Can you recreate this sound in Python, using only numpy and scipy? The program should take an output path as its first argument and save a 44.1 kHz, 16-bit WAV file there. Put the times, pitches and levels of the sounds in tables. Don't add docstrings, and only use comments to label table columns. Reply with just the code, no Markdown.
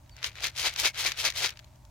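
import sys
import numpy as np
from scipy import signal
from scipy.fft import rfft, irfft
from scipy.io import wavfile
from scipy.ndimage import uniform_filter1d

SR = 44100
rng = np.random.default_rng(int(sys.argv[2]) if len(sys.argv) > 2 else 0)


def pcm_store(signal):
    levels = np.round(np.clip(np.atleast_2d(signal), -1, 1) * 32767)
    wavfile.write(sys.argv[1], SR, levels.astype(np.int16).T)


N = 83790
FFT_SIZE = 98304
SIDES = np.array([[1], [-1]])


def seed_slides(per_s=7000):
    # peak_s, level_db, rise_s, fall_s
    strokes = [(0.268, -36.5, 0.0085, 0.01), (0.470, -42, .012, .015), (0.598, -30, .026, 0.035),
               (0.735, -45, .015, 0.013), (0.799, -28.5, 0.022, 0.034), (1.002, -28.5, 0.028, 0.033),
               (1.197, -30.5, 0.02, .035), (1.378, -31, 0.021, 0.058)]
    # frequency_hz, relative_db
    swish_tone = [(120, -56), (280, -26.5), (420, -13.5), (900, -5.5), (1400, -15), (2200, 0), (4000, 1),
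                  (6300, -3), (8400, -8.5), (11500, -10.5), (15800, -20)]
    return collisions(swells(strokes), per_s, spread_db=4.5, response=colour(swish_tone), spots=3)


def seed_landings(per_s=5200, left_db=1):
    # peak_s, level_db, rise_s, fall_s
    landings = [(0.250, -36, 0.021, 0.04), (0.445, -29.5, 0.023, 0.036), (0.665, -24.5, 0.028, 0.025),
                (0.858, -21, 0.022, 0.024), (1.066, -25.5, 0.027, 0.031), (1.257, -23.5, 0.019, .03),
                (1.447, -24.5, 0.027, 0.027)]
    # frequency_hz, relative_db
    crash_tone = [(120, -42), (250, -24.5), (420, -15.5), (900, -10.5), (1400, -6), (2300, 0.5),
                  (4000, 0.5), (6300, -2.5), (8400, -12.5), (11500, -13), (15800, -23.5)]
    # frequency_hz, relative_db
    thud_tone = [(110, -13), (240, -17), (400, -5), (850, 0), (1400, -3.5), (2500, -19), (8000, -47)]
    thud_swell = swells(landings, delay_s=-0.008, gain_db=-18.5)
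    wall_swell = swells(landings, delay_s=0.011, gain_db=5.5)
    crash = collisions(swells(landings), per_s, spread_db=3, response=colour(crash_tone), spots=3)
    thud = collisions(thud_swell, per_s, spread_db=2.5, response=colour(thud_tone))
    wall = collisions(wall_swell, per_s, spread_db=4.5, response=resonance(hz=2216, q=11))
    return (crash + thud + wall) * undb(SIDES * left_db / 2)


def seed_rustle(per_s=5200):
    # time_s, level_db
    envelope = [(0, -73.5), (0.139, -68), (.18, -55), (.22, -55.5), (.33, -67.5), (.37, -44), (.42, -48.5),
                (0.531, -64), (0.573, -41.5), (0.701, -46), (.75, -48), (0.778, -41.5), (.925, -65),
                (0.954, -38.5), (1.02, -41.5), (1.14, -48), (1.19, -41.5), (1.319, -52), (1.368, -39),
                (1.501, -45.5), (1.555, -61.5), (1.9, -78.5)]
    # frequency_hz, relative_db
    rustle_tone = [(120, -41.5), (400, -2), (1200, 3), (2200, 7.5), (4500, 5.5), (6500, -5.5), (8500, -13),
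                   (15800, -23.5)]
    strength = undb(np.interp(np.arange(N) / SR, *np.array(envelope).T))
    return collisions(strength, per_s, spread_db=5.5, response=colour(rustle_tone))


def collisions(strength, per_s, spread_db, response, spots=1):
    rings = [resonance(hz, q=0.67) for hz in (900, 1800, 3000, 4500, 7000, 12000)]
    joint_gain = np.sqrt(sum(abs(ring) ** 2 for ring in rings))
    density = (strength / strength.max()) ** 0.7
    chance = np.clip(per_s / len(rings) / spots / SR * density, 1 / N, 1)
    size = unit(undb(spread_db * np.clip(rng.standard_normal(N), -2, 2))) * rng.choice([-1, 1], N)
    spectrum = 0
    for ring in rings:
        heard = 0
        for _ in range(spots):
            clicks = (rng.random(N) < chance) * size * strength / np.sqrt(chance * spots)
            heard = heard + signal.oaconvolve(clicks[None], inner_scatter(scatter_db=-1.5), axes=1)
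        spectrum = spectrum + rfft(heard, FFT_SIZE) * ring / joint_gain
    return irfft(spectrum * response)[:, :N]


def inner_scatter(scatter_db, size=1536, t60_s=0.016, wide_above_hz=770):
    t = (np.arange(size) - 8) / SR
    right_lag_s = 40e-6 + 25e-6 * rng.standard_normal()
    direct = np.sinc((t - np.array([[0], [right_lag_s]])) * SR)
    noise = rng.standard_normal((3, size))
    centre = signal.lfilter(*signal.butter(1, wide_above_hz, fs=SR), noise[0])
    wide = signal.lfilter(*signal.butter(1, wide_above_hz, "high", fs=SR), noise[1:])
    decay = (t > 0) * np.exp(-np.log(1000) * t / t60_s)
    scatter = unit((centre + wide) * decay) / np.sqrt(size)
    return (direct + undb(scatter_db) * scatter) / np.hypot(1, undb(scatter_db))


def bottle(x):
    # pitch_hz, t60_s, gain_db
    modes = [(464, 0.12, -11), (1578, 0.032, -4.5), (1780, 0.15, -6.5), (2120, .07, -27.5),
             (3130, 0.048, -13), (3940, 0.04, -14), (4800, 0.036, -12)]
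    # frequency_hz, left_minus_right_db
    balance = [(200, 2), (1000, 2), (2500, 3), (3100, 0.7), (4000, 5.5), (6200, 3), (8000, -1), (10000, -1),
               (15000, 0.5)]
    body = 1 + sum(undb(db) * resonance(hz, np.pi * hz * t60 / np.log(1000)) for hz, t60, db in modes)
    return filtered(x, body * undb(SIDES * along(balance) / 2))


def wall_ticks(gain_db=9.5, treble_hz=4700):
    # start_s, relative_db, treble_db
    ticks = [(0.0951, -41.5, 3), (0.1660, -38.5, 5), (0.229, -19, -20), (0.2432, -7.5, -21),
             (0.2515, -26, 1.5), (0.3305, -41, -12), (0.355, -29.5, -7), (0.405, -24.5, -1),
             (0.442, -13, -3), (0.4688, -19, 5), (0.738, -31, 7), (0.761, -14.5, -29), (0.799, -25.5, 19.5),
             (0.9374, -45, -8.5), (0.9450, -24, -25), (1.111, -22.5, -5), (1.1189, -15.5, 0),
             (1.1254, -30, -12.5), (1.302, -22, 9), (1.323, -24, -14), (1.342, -40, 6), (1.492, -24.5, 6.5),
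             (1.505, -27.5, 3.5), (1.5722, -31.5, -4), (1.5915, -29.5, -3.5), (1.5964, -35.5, -9.5),
             (1.6442, -50.5, 13), (1.7580, -64, 19), (1.851, -55.5, 15.5)]
    # frequency_hz, relative_db
    tick_tone = [(120, -42), (300, -47), (800, -15), (2000, 4), (4000, 3), (6500, 1), (8500, -11.5),
                 (15800, -13)]
    body, treble = np.zeros((2, 2, N))
    for at, db, treble_db in ticks:
        start = int(at * SR)
        click = undb(db + gain_db) * inner_scatter(scatter_db=6)[:, :N - start]
        span = slice(start, start + click.shape[1])
        body[:, span] += click
        treble[:, span] += undb(treble_db) * click
    low = 1 / (1 + 1j * freqs() / treble_hz)
    return filtered(filtered(body, low) + filtered(treble, 1 - low), colour(tick_tone))


def squeak():
    # time_s, pitch_hz, level_db
    glide = [(.108, 4590, -72), (.128, 4530, -59), (.142, 4490, -68), (0.167, 4270, -72)]
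    t = np.arange(N) / SR
    at, hz, db = np.array(glide).T
    pitch = np.interp(t, at, hz) * (1 + 0.013 * drift(rate_hz=500))
    return sine(pitch) * np.interp(t, at, undb(db), left=0, right=0)


def outdoors(waver_hz=1.23, rumble_db=-55, air_db=-64):
    # pitch_hz, level_db
    partials = [(53.8, -60.5), (102.3, -67), (123.8, -59)]
    # frequency_hz, relative_db
    rumble_tone = [(20, -21), (38, -32), (48, -6), (80, -4.5), (130, -13), (155, -18), (260, -30),
                   (600, -48.5)]
    # frequency_hz, relative_db
    air_tone = [(100, -4), (200, -5), (330, -2.5), (450, -22), (600, 3), (720, -5.5), (900, -1),
                (1300, -12.5), (3000, -21.5), (7000, -18), (15800, -48)]
    hum = sum(undb(db) * sine(hz + waver_hz * drift(rate_hz=5.6)) for hz, db in partials)
    noise = rng.standard_normal((4, N))
    rumble = filtered(noise[0] + undb(-16) * SIDES * noise[1], colour(rumble_tone))
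    air = filtered(noise[2] + undb(-5) * SIDES * noise[3], colour(air_tone))
    return hum + undb(rumble_db) * rumble + undb(air_db) * air


def swells(table, delay_s=0, gain_db=0):
    t, power = np.arange(N) / SR, 0
    for at, db, rise, fall in table:
        peak_s = at + delay_s
        away = abs(t - peak_s) / np.where(t < peak_s, rise, fall)
        power = power + (undb(db + gain_db) * np.exp(-away ** 1.66)) ** 2
    return np.sqrt(power) + 1e-9


def drift(rate_hz):
    hold = int(SR / rate_hz)
    steps = np.repeat(rng.standard_normal(N // hold + 1), hold)
    return unit(uniform_filter1d(steps, hold)[:N])


def sine(pitch_hz):
    return np.sqrt(2) * np.sin(2 * np.pi * np.cumsum(pitch_hz) / SR)


def resonance(hz, q):
    return 1 / (1 + 1j * q * (freqs() / hz - hz / freqs()))


def colour(points):
    cepstrum = irfft(np.log(undb(along(points))))
    cepstrum[1:FFT_SIZE // 2] *= 2
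    cepstrum[FFT_SIZE // 2 + 1:] = 0
    response = np.exp(rfft(cepstrum))
    return response / np.sqrt(np.mean(abs(response) ** 2))


def along(points):
    hz, db = np.array(points, float).T
    return np.interp(np.log(freqs()), np.log(hz), db)


def filtered(x, response):
    return irfft(rfft(x, FFT_SIZE) * response)[..., :N]


def freqs():
    return np.maximum(np.arange(FFT_SIZE // 2 + 1) * SR / FFT_SIZE, 1)


def undb(db):
    return 10 ** (np.asarray(db) / 20)


def unit(x):
    return x / np.sqrt(np.mean(x ** 2))


def scene():
    seeds = seed_slides() + seed_landings() + seed_rustle()
    return bottle(seeds + wall_ticks()) + squeak() + outdoors()


def record(dry):
    cutoff_hz = 15850
    return signal.sosfilt(signal.ellip(10, .2, 80, cutoff_hz, fs=SR, output="sos"), dry)


dry = scene()
out = record(dry)
pcm_store(out)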